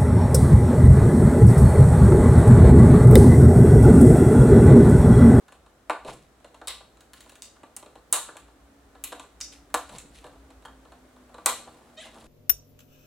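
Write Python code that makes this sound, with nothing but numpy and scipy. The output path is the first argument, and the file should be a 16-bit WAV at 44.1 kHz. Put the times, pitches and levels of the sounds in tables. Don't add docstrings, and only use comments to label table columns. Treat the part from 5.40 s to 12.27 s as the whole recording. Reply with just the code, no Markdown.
import sys
import numpy as np
from scipy import signal
from scipy.fft import rfft, irfft, next_fast_len
from scipy.io import wavfile
from scipy.ndimage import uniform_filter1d, map_coordinates

SR = 44100
rng = np.random.default_rng(int(sys.argv[2]) if len(sys.argv) > 2 else 0)


def file_out(sig):
    cols = np.atleast_2d(sig).T
    lim = np.clip(cols, -1, 1)
    pcm = np.round(lim * 32767).astype(np.int16)
    wavfile.write(sys.argv[1], SR, pcm)


N = 302945
SECONDS = np.arange(N) / SR
SIZE = 24576
T = np.arange(SIZE) / SR
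HZ = np.fft.rfftfreq(SIZE, 1 / SR)


def amp(db):
    return 10 ** (np.asarray(db) / 20)


def unit(x):
    return x / np.sqrt(np.mean(np.abs(x) ** 2) + 1e-20)


def along(points, hz):
    f, v = np.transpose(points)
    return np.interp(np.log(hz + 1), np.log(f + 1), v)


def curves(rows):
    s, *columns = np.transpose(rows)
    return [np.interp(SECONDS, s, column) for column in columns]


def during(rows):
    is_open = (SECONDS > rows[0][0]) & (SECONDS < rows[-1][0])
    return uniform_filter1d(1.0 * is_open, size=400)


def wobble(rate):
    knots = rng.standard_normal(int(N * rate / SR) + 4)
    return map_coordinates(knots, [np.arange(N) * rate / SR])


def filtered(x, response):
    m = next_fast_len(N + SR // 2)
    return irfft(rfft(x, m) * response(np.fft.rfftfreq(m, 1 / SR)), m)[..., :N]


def resonances(modes, f):
    total = 0
    for k, (c, w, db) in enumerate(modes):
        total = total + (-1) ** k * amp(db) * 1j * f * w / (c * c - f * f + 1j * f * w)
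    return total


def noise(response, side_db=-22, side_hz=3000, treble_width=.5):
    def mid_and_side(f):
        width = amp(side_db) + treble_width * f / (f + side_hz)
        return response(f) * [np.ones_like(f), width]
    mid, side = filtered(rng.standard_normal((2, N)), mid_and_side)
    return unit(np.array([mid + side, mid - side]))


def add(out, s, x):
    i = max(0, round(s * SR))
    fade = np.clip((T[-1] - .09 - T) / .08, 0, 1)
    out[:, i:i + SIZE] += (x * fade)[:, :max(0, N - i)]


# start_s, board_level_db, hardness (no unit), handle_level_db,
# jaw_level_db, ping_pitch_hz, ping_width_hz, ping_level_db, rebound_delay_s,
# rebound_level_db (relative to the first impact), body_room_db (the board takes 1 dB less), steel_room_db
SNAPS = [(0.4972, -19.5, -0.091, -34.5, -40.5, 2330, 453, -38.5, 0.007, -2, -4, -3.5),
         (1.2729, -38, 0.77, -30, -30.5, 5770, 4000, -40, 0.007, 4, 7.5, -2.5),
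         (2.0215, -59, 1.5, -45.5, -54, 6560, 4430, -38.5, 0.0035, -9, 2, 0),
         (2.365, -50, 0.66, -49.5, -37, 9550, 1872, -41.5, 0.0026, -0.5, -1, -8.5),
         (2.7265, -25, 1.26, -26.5, -14.5, 12120, 5000, -28, 0.0026, -6.5, 8.5, -2.5),
         (3.639, -46.5, 1.3, -37.5, -33, 11400, 3500, -32, 0.0031, 1, 1.5, -5),
         (4.0116, -57, 1.17, -42.5, -53.5, 5820, 2777, -30, 0.0022, -1.5, -1.5, 0.5),
         (4.342, -19, -0.32, -29, -26, 10170, 3470, -44.5, 0.0041, -2, -5.5, -7),
         (5.2514, -39.5, 0.86, -54, -53, 3200, 159, -49.5, 0.0033, 1, -2.5, -5),
         (6.0598, -20.5, -0.34, -23.5, -16, 11010, 5000, -30.5, 0.0007, -0.5, 3, -3.5)]


def snaps(parts):
    board, handle, jaws = parts
    out = np.zeros((2, N))
    for (s, board_db, hardness, handle_db, jaw_db, ping_hz, ping_width, ping_db,
         delay, rebound_db, body_wet_db, steel_wet_db) in SNAPS:
        lag = np.exp(-2j * np.pi * HZ * delay)
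        rebound = amp(rebound_db) * unit(crack(life=0.0054, grit=3.0)) * lag
        force = unit(crack(life=.0007, grit=1.0)) + rebound
        tail = room()
        wire = resonances([(ping_hz, ping_width, 0)], HZ) ** 2
        kick = crack(life=.004, grit=.35)
        body = struck(kick, board * contact(hardness), board_db, tail, body_wet_db - 1.0)
        body += struck(force, handle, handle_db, tail, body_wet_db)
        steel = struck(force, jaws, jaw_db, tail, steel_wet_db)
        steel += struck(force, wire, ping_db, tail, steel_wet_db)
        add(out, s, irfft(body + steel))
    return out


def crack(life, grit):
    return 1 + grit * unit(rfft(rng.standard_normal(SIZE) * np.exp(-T / life)))


def contact(hardness):
    return ((HZ + 300) / (HZ + 2500)) ** hardness


def struck(force, body, db, tail, wet_db, imprint=0.52):
    direct = unit(force * body)
    evened = (np.abs(force) + 1e-6) ** imprint
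    both = direct + amp(wet_db) * unit(tail * body * evened)
    return amp(db) * np.sqrt(SR / 100) * both / np.sqrt(1 + amp(wet_db) ** 2)


# pitch_hz, width_hz, level_db (relative)
BOARD = [(251.3, 25.2, -11.5), (313.4, 14, -1.5), (413, 27, -6), (487.8, 17.5, 2.5), (593, 81, 0.5),
         (690, 18, 1.5), (745.7, 11, 3), (818.5, 41, 2), (892, 26, 3), (1007, 59, 3), (1073, 17, 5),
         (1166.3, 26.6, 6), (1326, 25, 0.5), (1435, 29.7, 1.5), (1506, 15, -2.5), (1565, 40, -4.5),
         (1706, 35, -1.5), (1747, 56, -4.5)]
HANDLE = [(1977, 52, 2), (2093, 46.5, 1.5), (2448, 270, 2.5), (2790, 190, 6), (3147, 470, 2.5),
          (3600, 290, 4), (3870, 190, 5.5), (4300, 170, 4), (5340, 270, -11.5)]
JAWS = [(5240, 1120, -15.5), (6460, 730, -7), (7580, 620, -1.5), (8210, 350, -1.5), (8740, 800, -4.5),
        (10080, 720, -5), (10920, 1140, -7.5), (13320, 5500, -15.5)]


def bodies():
    return [resonances(modes, HZ) for modes in (BOARD, HANDLE, JAWS)]


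HANDLE_FOLLOWS_JAW, HANDLE_DB = 0.61, -1
# start_s, board_level_db, hardness (no unit), jaw_level_db
TAPS = [(0.082, -49.5, 2.5, -63), (0.122, -48, -1, -56.5), (0.648, -39.5, -4, -56.5), (0.656, -36, -4, -72),
        (0.682, -38, -2.3, -53), (0.735, -62, 2, -51), (1.045, -44, -2, -58), (1.144, -48.5, -1, -59),
        (1.215, -40, 0.3, -63), (1.407, -47.5, -1.5, -67), (1.607, -54, 5, -58), (1.734, -46, 5, -53.5),
        (1.806, -49, 6.5, -51.5), (1.895, -50, 5.5, -55), (1.919, -54.5, -2.5, -59), (1.955, -52, 5.5, -56),
        (2.233, -43, -3, -61.5), (2.427, -44.7, -3, -60), (2.461, -47, -2.5, -61.5),
        (2.555, -45.5, -1.9, -63), (2.887, -39.5, -0.2, -61.5), (2.955, -45, -1.5, -67.5),
        (2.968, -46.5, 2.1, -47.5), (3.551, -49, -0.6, -69.5), (3.721, -37.5, 0, -51),
        (3.7253, -39.5, 0, -47), (3.796, -41.5, -0.3, -47), (4.004, -50.5, 4, -46),
        (4.493, -45.5, 0, -51.5), (4.584, -54, 3.5, -40), (4.842, -42.5, -1.5, -58), (4.866, -50, 1.5, -59),
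        (5.104, -51.5, -2, -62.5), (5.452, -49.5, -2, -70), (5.52, -47.5, -0.5, -64.5),
        (5.943, -43.5, -1, -59), (5.982, -41.5, -1.4, -64), (6.275, -43, -1.5, -70)]


def taps(parts, body_wet_db=-5, steel_wet_db=-2, soft_hz=12000):
    board, handle, jaws = parts
    softened_jaws = jaws / (1 + 1j * HZ / soft_hz) ** 2
    out = np.zeros((2, N))
    for s, board_db, hardness, jaw_db in TAPS + ticks():
        knock, grate = crack(life=.005, grit=.7), crack(life=.005, grit=1.6)
        tail = room()
        handle_db = board_db + HANDLE_FOLLOWS_JAW * (jaw_db - board_db) + HANDLE_DB
        body = struck(knock, board * contact(hardness), board_db, tail, body_wet_db)
        body += struck(grate, handle, handle_db, tail, steel_wet_db)
        steel = struck(grate, softened_jaws, jaw_db, tail, steel_wet_db)
        add(out, s, irfft(body + steel))
    return out


TICK_COUNT, TICKS_END_S = 12, 6.3
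TICK_BOARD_DB, TICK_JAW_DB, TICK_SPREAD_DB = -56.5, -70.5, 3.5


def ticks():
    when = (np.arange(TICK_COUNT) + rng.random(TICK_COUNT)) * TICKS_END_S / TICK_COUNT
    rows = []
    for s, (a, hardness, b) in zip(when, rng.standard_normal((TICK_COUNT, 3))):
        rows.append((s, TICK_BOARD_DB + TICK_SPREAD_DB * a, hardness, TICK_JAW_DB + TICK_SPREAD_DB * b))
    return rows


def grains():
    return unit(amp(3.5 * wobble(420) + 2.5 * wobble(60)))


def chatter(modes, rolloff_hz=np.inf):
    rough = grains() * rng.standard_normal(N)
    return unit(filtered(rough, lambda f: resonances(modes, f) / (1 + (f / rolloff_hz) ** 2)))


# peak_s (firmest pressure), rise_s, fall_s,
# thud_level_db, rub_level_db, scratch_level_db (rub and scratch play 4 dB lower)
DRAGS = [(0.695, 0.054, 0.067, -46, -36.5, -45.5), (0.735, 0.028, 0.19, -53.5, -62, -57),
         (1.77, 0.027, 0.26, -69, -76, -54), (4.125, 0.012, 0.099, -75, -73, -48.5),
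         (4.554, 0.1, 0.089, -52, -45, -45), (4.65, 0.043, 0.11, -57, -70, -75),
         (4.781, 0.072, 0.053, -71, -72, -46), (4.86, 0.05, 0.23, -62, -48, -60.5),
         (6.2, 0.36, 0.58, -65, -52.5, -57.5), (6.658, 0.027, 0.073, -76, -50, -50),
         (6.76, 0.086, 0.33, -64, -49.5, -54.5)]
# pitch_hz, level_db (relative)
THUD = [(30, -7), (70, -24), (130, 0.5), (250, -5.5), (500, -10.5), (2000, -94)]
SCRATCH = [(800, -20), (2000, -4.5), (3900, -5), (5200, -10), (7800, -13), (10500, -12), (15000, -34)]


def drags(rub_db=-4, scratch_db=-4):
    thud = noise(lambda f: amp(along(THUD, f)))
    rub = chatter(BOARD, rolloff_hz=700)
    steel = chatter(HANDLE) + chatter(JAWS)
    hiss = grains() * noise(lambda f: amp(along(SCRATCH, f)))
    scratch = unit(steel + 2.3 * hiss)
    out = np.zeros((2, N))
    for s, rise, fall, thud_db, row_rub_db, row_scratch_db in DRAGS:
        layers = amp(thud_db) * thud
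        layers = layers + amp(row_rub_db + rub_db) * rub
        layers = layers + amp(row_scratch_db + scratch_db) * scratch
        out += stroke(s, rise, fall) * layers
    return out


STROKE_RANGE_DB = 20.5
STROKE_ROUNDING = 1.2


def stroke(peak_s, rise_s, fall_s):
    t = SECONDS - peak_s
    distance = np.clip(np.maximum(-t / rise_s, t / fall_s), 0, 10)
    return amp(-STROKE_RANGE_DB * distance ** STROKE_ROUNDING)


SQUEAK_JITTER, SQUEAK_JITTER_PER_S = .012, .5
SQUEAK_ATTACK_S, SQUEAK_HOLD_S = .016, .035
SQUEAK_DB, SQUEAK_FADE_DB_PER_S = -43.5, 185
# time_s, slip_rate_hz
SQUEAK = [(6.564, 605), (6.588, 628), (6.602, 680), (6.613, 870), (6.63, 820), (6.66, 570), (6.70, 540)]
# pitch_hz, width_hz, level_db (relative)
SQUEAK_BODY = [(622, 28, -6.5), (2000, 260, -8.5), (2880, 480, -13), (3900, 550, -12.5), (6160, 550, -19),
               (8000, 4700, -24.5)]


def squeak():
    rate, = curves(SQUEAK)
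    age = np.clip(SECONDS - SQUEAK[0][0], 0, 1)
    attack = np.minimum(age / SQUEAK_ATTACK_S, 1) ** 2
    level = attack * amp(SQUEAK_DB - SQUEAK_FADE_DB_PER_S * np.maximum(age - SQUEAK_HOLD_S, 0))
    jitter = (SQUEAK_JITTER + SQUEAK_JITTER_PER_S * age) * wobble(450)
    phase = np.cumsum(rate * (1 + jitter)) / SR
    slips = sum(np.cos(2 * np.pi * k * phase) * amp(5 * wobble(70)) for k in range(1, 14))
    tone = filtered(slips, lambda f: resonances(SQUEAK_BODY, f))
    loudness = np.sqrt(np.abs(uniform_filter1d(tone ** 2, size=400)) + 1e-9)
    direct = tone / loudness * level * during(SQUEAK)
    return signal.fftconvolve(direct[None], irfft(1 + amp(-4) * room()), axes=1)[:, :N]


# pitch_hz, decay_60db_s
ROOM = [(200, 0.29), (800, 0.31), (2000, 0.34), (4200, 0.41), (8000, 0.36), (15000, 0.22)]


def room(build=0.0029, wall_s=0.035, wall_width=0.0047, wall_db=3):
    hz, t, z = signal.stft(rng.standard_normal((2, SIZE)), SR, nperseg=256)
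    decay = amp(-60 * t / along(ROOM, hz)[:, None])
    tail = signal.istft(z * decay, SR, nperseg=256)[1][:, :SIZE]
    walls = amp(wall_db * np.exp(-((T - wall_s) / wall_width) ** 2))
    swell = (1 - np.exp(-T / build)) * walls
    return unit(diffuse(rfft(tail * swell), HZ, PORT_GAP))


PORT_GAP = 0.034
ROOM_ALIKE = 0.32


def diffuse(pair, f, gap):
    alike = ROOM_ALIKE + (1 - ROOM_ALIKE) * np.sinc(2 * f * gap / 343)
    turn = np.arccos(.99 * np.clip(alike, -1, 1)) / 2
    mid, side = pair[0] * np.cos(turn), pair[1] * np.sin(turn)
    return np.array([mid + side, mid - side])


WHINE_ON_S, WHINE_RISE_S, WHINE_DB = 2.91, .2, -60
WHINE_HZ, SAG_FROM_S, SAG_HZ_PER_S = 281, 4.6, 24


def motor():
    whine_hz = WHINE_HZ - SAG_HZ_PER_S * np.maximum(SECONDS - SAG_FROM_S, 0)
    phase = np.cumsum(whine_hz * (1 + 0.0119 * wobble(25))) / SR
    onset = np.clip((SECONDS - WHINE_ON_S) / WHINE_RISE_S, 0, 1)
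    waver_db = 2.5 * wobble(14)
    return onset * amp(WHINE_DB + waver_db) * np.sin(2 * np.pi * phase)


# time_s, level_db (plays 3 dB higher)
RUMBLE = [(0.0, -69), (0.57, -66), (2.05, -68), (2.28, -72.5), (3.54, -61.5), (3.79, -69.5), (4.59, -56.5),
          (6.56, -73.5), (6.87, -57)]


def low_rumble(gain_db=3, pitch_hz=56, width_hz=13):
    level_db = curves(RUMBLE)[0] + gain_db
    return amp(level_db) * noise(lambda f: resonances([(pitch_hz, width_hz, 0)], f) ** 2)


AIR_DB, AIR_RISE_DB_PER_S = -60, 0.4468
AIR_WIDTH = 1.0
# pitch_hz, level_db (relative)
AIR = [(15, -32), (25, -17), (74, -6.5), (117, -9.5), (175, -11), (285, -6), (416, -9), (775, -11.5),
       (911, -16.5), (1330, -15.5), (2690, -27), (3720, -27.5), (4870, -31), (8140, -30.5), (16000, -40.5)]


def room_noise():
    air = noise(lambda f: amp(along(AIR, f)), side_hz=1100, treble_width=AIR_WIDTH)
    return amp(AIR_DB + AIR_RISE_DB_PER_S * SECONDS) * air


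# pitch_hz, left_minus_right_db
PORT_BALANCE = [(8800, 0), (9800, 3), (10900, 10), (11700, 3), (13200, -7), (16000, -4)]
# pitch_hz, left_lead_rad
PORT_PHASE = [(10000, 0), (10900, -.6), (11700, -2.5), (14000, -2.4), (16000, -1.5)]


def ports(f):
    half = amp(along(PORT_BALANCE, f) / 2) * np.exp(.5j * along(PORT_PHASE, f))
    power = (np.abs(half) ** 2 + np.abs(half) ** -2) / 2
    return np.array([half, 1 / half]) / np.sqrt(power)


def scene():
    parts = bodies()
    work = snaps(parts) + taps(parts) + drags() + squeak()
    return work + motor() + low_rumble() + room_noise()


TOP_HZ = 16400


def record(dry):
    clipped = np.clip(filtered(dry, ports), -1, 1)
    return filtered(clipped, lambda f: f < TOP_HZ)


dry = scene()
out = record(dry)
file_out(out)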